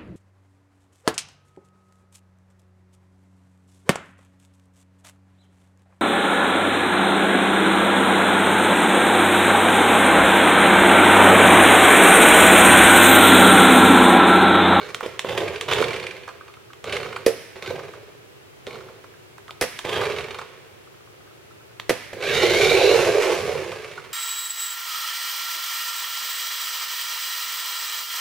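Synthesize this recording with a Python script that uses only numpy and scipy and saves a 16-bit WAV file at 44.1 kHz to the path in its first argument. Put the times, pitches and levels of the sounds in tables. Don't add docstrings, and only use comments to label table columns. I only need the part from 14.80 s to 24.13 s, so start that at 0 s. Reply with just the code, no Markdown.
import sys
import numpy as np
from scipy import signal
from scipy.fft import rfft, irfft
from scipy.io import wavfile
from scipy.ndimage import uniform_filter1d

SR = 44100
rng = np.random.default_rng(int(sys.argv[2]) if len(sys.argv) > 2 else 0)


def store_wav(level_fs):
    pcm = np.round(np.clip(np.atleast_2d(level_fs), -1, 1) * 32767)
    wavfile.write(sys.argv[1], SR, pcm.T.astype(np.int16))


N = 411453
TIME = np.arange(N) / SR
SIDE_SIGNS = np.array([[1], [-1]])

# [f/Hz, side level/dB]
AIR_COLOUR = [(30, -38), (60, -10.5), (115, 5), (180, -8), (250, -10), (390, 1.5), (550, -7), (900, -11.5),
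              (1300, -11.5), (1900, -13), (2800, -14), (4000, -19.5), (8000, -25.5), (15500, -28.5)]
AIR_WIDTH = [(100, -1), (500, 3), (2000, 2), (6000, 2)]
AIR_DB = -51.5

# [on t/s, off t/s, teeth meeting per s at release,
# gear level/dB at start, at release, body level/dB at start, at release]
THROTTLE_BURSTS = [(-.05, 0.069, 450.2, -37, -37, -39, -40), (.228, .268, 360.9, -27.5, -39, -27.5, -40.5),
                   (.443, 0.621, 520.2, -33, -28.5, -30.5, -27.5),
                   (0.881, 1.001, 521.1, -21, -27.5, -28.5, -25),
                   (2.037, 2.151, 429.9, -41.5, -31, -37, -30),
                   (2.756, 2.776, 298.9, -40, -40.5, -36.5, -44), (2.823, 2.902, 408.5, -36, -36, -41, -32),
                   (3.863, 3.961, 298.9, -42.5, -43.5, -40.5, -40.5),
                   (5.044, 5.22, 509, -31.5, -25, -33, -25.5)]
KICK_TEETH_PER_S, ATTACK_S = 250, 0.00081
COAST_S = 0.55
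UNLOADED_DROP_DB, UNLOAD_S = 3, 0.034
GEAR_FADE_DB_PER_S, BODY_FADE_DB_PER_S, TYRE_FADE_DB_PER_S = 49, 49.5, 54
TYRE_OFFSET_DB = -14

# [t/s, teeth meeting per s]
GETAWAY_TOOTH_RATE = [(7.33, 260), (7.43, 760), (7.55, 975), (7.72, 1035), (7.9, 1250), (8.14, 1434),
                      (8.32, 1200), (8.75, 950), (9.33, 500)]
# [t/s, gear level/dB, body level/dB, tyre level/dB]
GETAWAY_LOUDNESS = [(7.34, -55, -44, -46), (7.416, -33, -33.5, -56), (7.488, -24, -28.5, -40),
                    (7.844, -20, -20, -38), (8.032, -23, -17, -43), (8.17, -23.5, -20.5, -44),
                    (8.24, -25, -26.5, -47), (8.32, -27.5, -26.5, -42), (8.42, -24, -23, -54),
                    (8.51, -26.5, -25, -51), (8.62, -32, -32, -40), (8.71, -34, -27.5, -42.5),
                    (9.112, -43.5, -46, -61), (9.33, -47, -53, -61)]
# [gear level/dB, body level/dB, tyre level/dB]
GETAWAY_TRIM = (-0.5, 2, -1)

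# [from t/s, to t/s]
BACKING_TIMES = [(0.1, 1.9), (4.9, 5.9)]
# [f/Hz, level/dB per Hz]
REVERSE_COLOUR = [(350, -18), (750, -5), (1040, 1.5), (1300, -5), (2000, 0.5), (2700, -0.5), (3250, 2),
                  (3700, -3.5), (4200, -14), (8000, -50)]
FORWARD_COLOUR = [(500, -8.5), (900, -3.5), (1090, 3.5), (1260, 2), (1490, 8), (1780, 2.5), (2050, 7.5),
                  (2280, 13), (2600, 2), (2900, 6), (3250, 2), (3700, 5), (4400, 1), (5000, -14),
                  (8000, -61)]
FREE_COLOUR = [(350, -13), (800, -0.5), (1150, 4), (1450, 1), (2300, 3.5), (3100, -5), (4200, -9.5),
               (8000, -58.5)]
# [multiple of the tooth rate, level/dB]
WHINE_LINES = [(2, 4), (3, 2), (4, 0.5)]
WHINE_REVERSE_DB, WHINE_FORWARD_DB, WHINE_FREE_DB = -4, -1, -12
WHINE_WAVER_DB = 1
GEAR_TEETH = 13

# [f/Hz, level/dB per Hz]
HISS_COLOUR = [(3000, -18), (5000, 8.5), (6800, 5), (8200, -3.5), (10500, -3), (14000, -9), (16000, -33)]
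BODY_COLOUR = [(150, -46), (260, -27), (330, -7.5), (375, 1.5), (435, 2.5), (500, 0.5), (570, -4.5),
               (650, -8), (760, -14), (1100, -20), (2500, -100)]
TYRE_COLOUR = [(25, -46), (45, -25), (70, 3), (120, 8), (200, 1), (300, -6), (600, -35)]
HISS_BELOW_GEARS_DB, HISS_SLACK_LOSS_DB = 9, 8.5

# [f/Hz, t60/s]
TAIL_DECAY = [(100, 1.5), (450, 0.3), (2300, 1.5), (6000, 0.96), (14000, 0.9)]
# [f/Hz, level/dB]
TAIL_STRENGTH = [(100, -9.5), (450, -11.5), (1100, -7), (2300, -4.5), (6000, -5.5), (14000, -6.5)]
EARLY_STRENGTH = [(100, -1), (450, -2.5), (2000, -5), (5000, -2), (12000, 3)]
# [f/Hz, side level/dB]
ROOM_WIDTH = [(120, -4.5), (400, -9.5), (2000, -8), (6000, 0.5)]
SMALL_PARTS_ROOM_DB, THUMP_ROOM_DB, CLATTER_ROOM_DB = -3, -3, 0

# [t/s, clack level/dB, snap level/dB, crack level/dB]
CLICK_HITS = [(0.146, -14.5, -20.5, -33.5), (0.207, -10, -40, -49), (0.393, -13.5, -18, -30),
              (0.446, -14, -60, -54), (0.811, -17.5, -19.5, -30.5), (0.887, -12, -24, -50),
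              (0.935, -19, -16.5, -28.5), (1.933, -29.5, -40, -54), (2.042, -20, -31.5, -40),
              (3.868, -34, -30, -46), (4.581, -25.5, -47, -53), (4.681, -28, -40.5, -55),
              (4.708, -21.5, -30, -48), (4.99, -21, -23.5, -35.5), (6.998, -18.5, -25.5, -43)]
# [f/Hz, level/dB per Hz]
CLACK_COLOUR = [(200, -44), (600, -4), (1200, 5.5), (1750, -3), (2600, -10), (6000, -32)]
SNAP_COLOUR = [(1000, -5), (2000, 8), (2700, 5), (3300, 9), (4400, -2), (7000, -26)]
CRACK_COLOUR = [(3000, -36), (5500, 11.5), (7500, 8), (10000, 0), (15500, -18)]

# [t/s, thump level/dB, clatter level/dB, crack level/dB]
JOLT_HITS = [(.260, -15, -32, -43), (0.446, -14, -49, -60), (1.003, -15, -40, -55), (1.014, -8, -29, -37),
             (2.462, -25, -21.5, -22.5), (2.4638, 0, -21, -24.5), (2.479, -8.5, -28.5, -39),
             (3.871, -20.5, -44, -60), (4.811, -31, -21, -21), (4.815, -12, -35, -37),
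             (4.823, -15, -18, -26), (4.837, -15, -26, -45), (5.048, -19, -29, -57), (7.0939, -8, -16, -24),
             (7.1, -24, -24.5, -37), (7.1059, -6, -25, -42), (7.125, -18, -40, -55),
             (7.330, -24.5, -34.5, -62)]
# [f/Hz, level/dB, t60/s]
SHELL_MODES = [(118, -14, .14), (345, -7, .08), (388, -4, .09), (436, -1, .11), (510, -4, .07),
               (660, -9, .06)]
PUNCH_HZ, PUNCH_PEAK_S = 475, 0.0027
RING_TRIM_DB, RING_RISE_S = -15, 0.007
# [f/Hz, level/dB per Hz]
CLATTER_COLOUR = [(150, -6), (600, 1), (1200, -4), (2100, 2), (3000, -6), (5200, -16), (7500, -22),
                  (11000, -29), (15500, -37)]
JOLT_CRACK_COLOUR = [(1500, -14), (3500, -1), (5400, 6), (7200, -8), (10500, 1), (14000, -7.5),
                     (16000, -16)]

# [t/s, clack level/dB, rasp level/dB]
LOOSE_GEAR_HITS = [(.576, -26, -27.5), (.680, -37, -25.5), (0.76, -48, -27), (0.914, -22, -36),
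                   (.984, -20, -21.5), (1.023, -19, -21), (1.041, -29, -20.5), (1.083, -36, -22.5),
                   (1.107, -29, -25.5), (1.132, -45, -25.5), (1.140, -38, -28), (1.163, -51, -27.5),
                   (1.199, -48, -28), (1.229, -40, -29.5), (1.238, -34, -31), (1.267, -37.5, -23.5),
                   (1.310, -42, -29), (1.366, -54, -35), (1.435, -48, -40), (1.477, -31.5, -54),
                   (1.488, -35.5, -35), (1.68, -42, -43.5), (1.739, -48, -41), (2.096, -44, -27.5),
                   (2.125, -46, -21), (2.143, -45, -27), (2.167, -30, -21.5), (2.202, -31, -31),
                   (2.231, -30, -30.5), (2.259, -31, -36), (2.288, -41, -36), (2.328, -27, -33),
                   (2.362, -25.5, -27.5), (2.861, -54, -31), (2.960, -37, -39), (2.993, -32, -40),
                   (3.035, -39, -41), (3.082, -40.5, -42), (3.136, -35, -46), (3.909, -54, -37),
                   (3.955, -35, -40), (4.007, -39, -48), (4.086, -39, -55), (4.240, -46, -52),
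                   (5.165, -28, -42), (5.213, -23, -27), (5.253, -45, -25), (5.299, -37, -31),
                   (5.321, -36, -30), (5.363, -43, -30.5), (5.386, -39, -26), (5.408, -36, -28),
                   (5.441, -48, -30), (5.508, -37, -30), (5.545, -29.5, -33.5), (5.587, -27.5, -31.5),
                   (5.614, -31, -36), (7.428, -34, -28), (8.777, -31, -32), (8.918, -31, -28.5),
                   (9.045, -33, -33), (9.178, -33, -47), (9.246, -39, -40)]
# [f/Hz, level/dB per Hz]
GEAR_CLACK_COLOUR = [(250, -25), (450, -11), (750, -5.5), (1180, 2.5), (1700, -6), (2600, -26), (6000, -27),
                     (14000, -45)]
GEAR_RASP_COLOUR = [(900, -20), (1600, 2.5), (2300, 5.5), (3000, 1.5), (4300, -6.5), (5200, -10.5),
                    (7500, -18.5), (10000, -19.5), (15000, -43)]
# [f/Hz, level/dB, t60/s]
GEARBOX_RING = [(1590, -7, .025), (2137, -2, 0.032), (2365, 0, 0.032), (2743, -5, 0.024),
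                (3060, -3.5, 0.025), (3490, -7, 0.018), (3760, -7, 0.022), (4400, -5, .018)]

# [t/s, body level/dB, gear level/dB, tyre level/dB]
FLOOR_SPOTS = [(.615, 5.5, 1, -1), (2.92, 3.5, 3, 5), (7.645, 8.5, 1, 0), (8.13, 3, 1, 1),
               (8.205, 4, 1.5, 9), (8.285, 8.5, 2, 6), (8.371, 6, -3.5, -5), (8.495, 6.5, 0.5, 0)]
ROUGH_SPOT_S = 0.028

# [t/s, level/dB]
TICK_HITS = [(1.4964, -39), (1.6094, -30.5), (1.6962, -39), (1.7701, -36.5), (1.9036, -37), (4.3395, -42),
             (4.6925, -28), (6.074, -42), (6.1404, -45), (6.2073, -48), (6.2736, -43), (6.341, -47),
             (6.4068, -45), (6.4737, -43), (6.5071, -45), (6.6074, -47), (6.7072, -41), (6.8079, -44),
             (6.9082, -46), (9.1775, -28.5)]
# [f/Hz, level/dB, t60/s]
TICK_RING = [(1125, -5, .035), (1290, -1, 0.038), (1483, -1, 0.028)]

CHATTER_ABOVE_TEETH_PER_S = 560
CHATTER_TRIM_DB, CHATTER_SPREAD_DB = 2, 2
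CHATTER_DB_PER_HALVING = 5.5

# [f/Hz, level/dB]
LEFT_EAR_COLOUR = [(100, -1.5), (350, -4), (1500, -4.5), (2800, -3.5), (4500, -1), (8000, 2), (12000, -2.5)]
CUTOFF_HZ = 15900


def from_db(db):
    return 10 ** (np.asarray(db) / 20)


def rms_one(x):
    return x / np.sqrt(np.mean(x ** 2) + 1e-20)


def in_time(rows):
    s, *columns = np.transpose(rows)
    return [np.interp(TIME, s, column) for column in columns]


def at_hz(points, hz):
    f, value = np.transpose(points)
    return np.interp(np.log(np.maximum(hz, 1)), np.log(f), value)


def drift(rate):
    knots = rng.standard_normal(N // 10)
    return rms_one(np.interp(TIME * rate, np.arange(len(knots)), knots))


def colour(x, spectrum, size=4096):
    gain = from_db(at_hz(spectrum, np.fft.rfftfreq(size, 1 / SR)))
    cepstrum = irfft(np.log(gain))
    cepstrum[1:size // 2] *= 2
    cepstrum[size // 2 + 1:] = 0
    return signal.oaconvolve(x, irfft(np.exp(rfft(cepstrum))))[:len(x)]


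def evened(x, span):
    power = np.abs(uniform_filter1d(x ** 2, int(span * SR)))
    return x / np.sqrt(power + 1e-4 * np.mean(x ** 2))


def add(track, s, sound):
    start = max(int(s * SR), 0)
    track[start:start + len(sound)] += sound[:N - start]


def background():
    mid, side = (rms_one(colour(rng.standard_normal(N), AIR_COLOUR)) for _ in range(2))
    return from_db(AIR_DB) * (mid + colour(side, AIR_WIDTH) * SIDE_SIGNS)


def burst(on, off, top, gear_start_db, gear_end_db, body_start_db, body_end_db, rolling_rate):
    held = np.clip((TIME - on) / (off - on), 0, 1)
    coasted = np.maximum(TIME - off, 0)
    start = max(rolling_rate, KICK_TEETH_PER_S)
    rate = (start + (top - start) * held) * np.exp(-coasted / COAST_S)
    attack_db = 20 * np.log10(np.clip((TIME - on) / ATTACK_S, 1e-3, 1))
    gear_db = attack_db + gear_start_db + (gear_end_db - gear_start_db) * held
    body_db = attack_db + body_start_db + (body_end_db - body_start_db) * held
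    unloaded_db = UNLOADED_DROP_DB * np.minimum(coasted / UNLOAD_S, 1)
    return np.array([rate,
                     gear_db - unloaded_db - GEAR_FADE_DB_PER_S * coasted,
                     body_db - BODY_FADE_DB_PER_S * coasted,
                     body_db + TYRE_OFFSET_DB - TYRE_FADE_DB_PER_S * coasted])


def motion():
    state = np.zeros((4, N))
    for row in THROTTLE_BURSTS:
        start = max(int(row[0] * SR), 0)
        state[:, start:] = burst(*row, state[0, start])[:, start:]
    levels = [db + trim for db, trim in zip(in_time(GETAWAY_LOUDNESS), GETAWAY_TRIM)]
    getaway = in_time(GETAWAY_TOOTH_RATE) + levels
    return np.where(TIME < GETAWAY_TOOTH_RATE[0][0], state, getaway)


def teeth(turns, uneven_db, rub):
    meets = np.diff(np.floor(turns), prepend=0) > 0
    impacts = meets * from_db(uneven_db * np.clip(rng.standard_normal(N), -2, 2))
    return evened(impacts, 0.097) + rub * rng.standard_normal(N)


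def wheel_throb(turns, depth_db):
    bind = (0.5 + 0.5 * np.cos(2 * np.pi * turns / GEAR_TEETH)) ** 2
    return from_db(depth_db * bind)


def gear_whine(turns):
    whine = np.zeros(N)
    for multiple, db in WHINE_LINES:
        level = from_db(db + WHINE_WAVER_DB * drift(25)) * (0.5 * drift(300) + 1)
        whine += level * np.sin(2 * np.pi * multiple * turns + 0.82 * drift(400))
    return whine


def gear_noise(rate, turns, impacts):
    speeding_up = 1. * (np.gradient(rate) > 0)
    pulling = np.clip(uniform_filter1d(speeding_up, size=2000), 0, 1)
    backing = sum((TIME > start) & (TIME < end) for start, end in BACKING_TIMES)
    states = [(pulling * backing, REVERSE_COLOUR, WHINE_REVERSE_DB),
              (pulling * (1 - backing), FORWARD_COLOUR, WHINE_FORWARD_DB),
              (1 - pulling, FREE_COLOUR, WHINE_FREE_DB)]
    whine = gear_whine(turns)
    out = np.zeros(N)
    for share, spectrum, whine_db in states:
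        rattle = evened(colour(impacts, spectrum), 0.13)
        out += share * (rattle + from_db(whine_db) * evened(colour(whine, spectrum), 0.11))
    return out


def drive(rate, gear_db, body_db, tyre_db):
    turns = np.cumsum(rate * (1 + 0.035 * drift(300) + 0.012 * drift(25))) / SR
    slack = np.clip(450 / rate, 0, 1)
    shake = wheel_throb(turns, depth_db=0.58 * slack) * from_db(3.35 * slack * drift(130))
    bouncing = turns + 0.0003 * rate * drift(900)
    impacts = teeth(bouncing, uneven_db=6.5, rub=0.9) * shake
    gear_level_db = gear_db - 2.5
    gears = from_db(gear_level_db) * gear_noise(rate, turns, impacts)
    hiss_db = gear_level_db - HISS_BELOW_GEARS_DB - HISS_SLACK_LOSS_DB * slack
    hiss = from_db(hiss_db) * evened(colour(impacts, HISS_COLOUR), 0.31)
    bumps = teeth(turns, uneven_db=7.0, rub=0.86) * rng.choice([-1, 1], N) * shake
    body = from_db(body_db + 0.5) * evened(colour(bumps, BODY_COLOUR), 0.055)
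    tyres = from_db(tyre_db + 3.0) * evened(colour(rng.standard_normal(N), TYRE_COLOUR), 0.23)
    rolling = np.clip(rate / 140, 0, 1)
    return rolling * (gears + hiss + body + tyres + chatter(rate, turns, gear_db))


def room_response():
    t = np.arange(SR) / SR
    edges = np.geomspace(45, 17000, num=13)
    response = np.zeros((2, SR))
    for low, high in zip(edges, edges[1:]):
        hz = np.sqrt(low * high)
        band = signal.butter(2, [low, high], "band", fs=SR, output="sos")
        noise = signal.sosfilt(band, rng.standard_normal((2, SR)))
        early = rms_one((t > 0.0007) * from_db(-60 * t / 0.095))
        tail_fade = from_db(-60 * t / at_hz(TAIL_DECAY, hz))
        late = rms_one(np.clip(t / 0.016 - 0.5, 0, 1) * tail_fade)
        early_gain, late_gain = from_db(at_hz(EARLY_STRENGTH, hz)), from_db(at_hz(TAIL_STRENGTH, hz))
        response += noise * (early_gain * early + late_gain * late)
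    return response / np.sqrt(SR)


def at_ears(mid, side):
    return (mid + colour(side, ROOM_WIDTH) * SIDE_SIGNS) / np.sqrt(2)


def room(x, rate, count=3):
    travel = np.cumsum(rate) / SR / 170
    wet = 0
    for k in range(count):
        share = np.sqrt(2 / count) * np.cos(np.pi * (travel + k / count))
        wet = wet + signal.fftconvolve((share * x)[None], room_response(), axes=1)[:, :N]
    return at_ears(*wet)


def contact(spectrum, t60, attack_s=0.00107, size=4096, count=4):
    t = np.arange(size) / SR
    fade = (1 - np.exp(-t / attack_s)) * from_db(-60 * t / t60)
    hit = rng.standard_normal(size) * fade
    for _ in range(count):
        flat = irfft(np.exp(1j * np.angle(rfft(hit))))
        hit = flat * np.minimum(10 * fade / fade.max(), 1)
    hit = colour(hit, spectrum)
    return hit / np.sqrt(np.mean(hit[t < 0.004] ** 2))


def clicks():
    out = np.zeros(N)
    for s, clack_db, snap_db, crack_db in CLICK_HITS:
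        add(out, s - 0.0004, from_db(clack_db - 13.0) * contact(CLACK_COLOUR, t60=0.02))
        add(out, s - 0.0006, from_db(snap_db - 2.0) * contact(SNAP_COLOUR, t60=0.0074))
        add(out, s - 0.001, from_db(crack_db - 2.5) * contact(CRACK_COLOUR, t60=0.0073))
    return out


def thumps():
    out, t = np.zeros(N), np.arange(SR // 2) / SR
    swell = (t / PUNCH_PEAK_S * np.exp(1 - t / PUNCH_PEAK_S)) ** 4
    punch = swell * np.sin(2 * np.pi * PUNCH_HZ * t)
    rise = (1 - np.exp(-t / RING_RISE_S)) ** 2
    for s, thump_db, _, _ in JOLT_HITS:
        ring = np.zeros(len(t))
        for hz, db, t60 in SHELL_MODES:
            strength, pitch, phase = rng.standard_normal(3)
            fade = from_db(db + 3.4 * strength - 60 * t / t60)
            ring += fade * np.sin(2 * np.pi * (hz * (1 + 0.03 * pitch) * t + phase))
        add(out, s, from_db(thump_db) * (punch + from_db(RING_TRIM_DB) * ring * rise))
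    return out


def clatters(count=6):
    tracks = np.zeros((3, N))
    responses = [room_response() for _ in range(count)]
    hits = []
    for s, _, clatter_db, crack_db in JOLT_HITS:
        hits.append((s, from_db(clatter_db + 0.5) * contact(CLATTER_COLOUR, t60=0.035)))
        hits.append((s, from_db(crack_db - 2.5) * contact(JOLT_CRACK_COLOUR, t60=0.014)))
    for k, (s, hit) in enumerate(hits):
        wet = signal.fftconvolve(hit[None], responses[k % count], axes=1)
        for track, sound in zip(tracks, [hit, *wet]):
            add(track, s, sound)
    dry, mid, side = tracks
    return dry + from_db(CLATTER_ROOM_DB) * at_ears(mid, side)


def ringing(modes, spread_db, detune, attack_s, size=4096):
    t, sound = np.arange(size) / SR, 0
    for hz, db, t60 in modes:
        strength, pitch, phase = rng.standard_normal(3)
        fade = from_db(db + spread_db * strength - 60 * t / t60)
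        sound = sound + fade * np.sin(2 * np.pi * (hz * (1 + detune * pitch) * t + phase))
    sound = sound * (1 - np.exp(-t / attack_s)) ** 2
    return sound / np.sqrt(np.mean(sound[t < 0.008] ** 2))


def gear_knocks():
    out = np.zeros(N)
    for s, clack_db, rasp_db in LOOSE_GEAR_HITS:
        clack = contact(GEAR_CLACK_COLOUR, t60=0.04, attack_s=0.0016)
        add(out, s - 0.001, from_db(clack_db - 4.0) * clack)
        rasp = contact(GEAR_RASP_COLOUR, t60=0.026, attack_s=0.0022)
        ring = ringing(GEARBOX_RING, spread_db=4, detune=0.02, attack_s=0.0012)
        add(out, s - 0.0015, from_db(rasp_db - 6.0) * (rasp + ring))
    return out


def rough_spots():
    swells = np.array([np.exp(-((TIME - s) / ROUGH_SPOT_S) ** 2) for s, *_ in FLOOR_SPOTS])
    return np.array(FLOOR_SPOTS)[:, 1:].T @ swells


def ticks():
    out = np.zeros(N)
    for s, db in TICK_HITS:
        tick = ringing(TICK_RING, spread_db=2.5, detune=0.038, attack_s=0.0012)
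        add(out, s - 0.001, from_db(db - 7.0) * tick)
    return out


def chatter(rate, turns, gear_db):
    out = np.zeros(N)
    coasting = (np.diff(rate) < 0) & (rate[1:] > CHATTER_ABOVE_TEETH_PER_S)
    full_turn = np.diff(turns // GEAR_TEETH) > 0
    level_db = gear_db + CHATTER_TRIM_DB + CHATTER_DB_PER_HALVING * np.log2(450 / rate)
    for i in np.flatnonzero(full_turn & coasting):
        knock_db = level_db[i] + CHATTER_SPREAD_DB * rng.standard_normal()
        add(out, i / SR, from_db(knock_db) * contact(GEAR_RASP_COLOUR, t60=0.029))
    return out


def scene():
    rate, gear_db, body_db, tyre_db = motion()
    body_swell_db, gear_swell_db, tyre_swell_db = rough_spots()
    car = drive(rate, gear_db + gear_swell_db, body_db + body_swell_db, tyre_db + tyre_swell_db)
    small_parts = clicks() + gear_knocks() + ticks()
    shell = thumps()
    room_send = car + from_db(SMALL_PARTS_ROOM_DB) * small_parts + from_db(THUMP_ROOM_DB) * shell
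    reflections = room(room_send, rate)
    left, right = from_db(-0.01) * (car + small_parts + shell + clatters() + reflections)
    return np.array([colour(left, LEFT_EAR_COLOUR), right]) + background()


def record(dry):
    low_pass = signal.ellip(10, 0.1, 80, CUTOFF_HZ, fs=SR, output="sos")
    return signal.sosfilt(low_pass, np.clip(dry, -1, 1))


dry = scene()
out = record(dry)
store_wav(out)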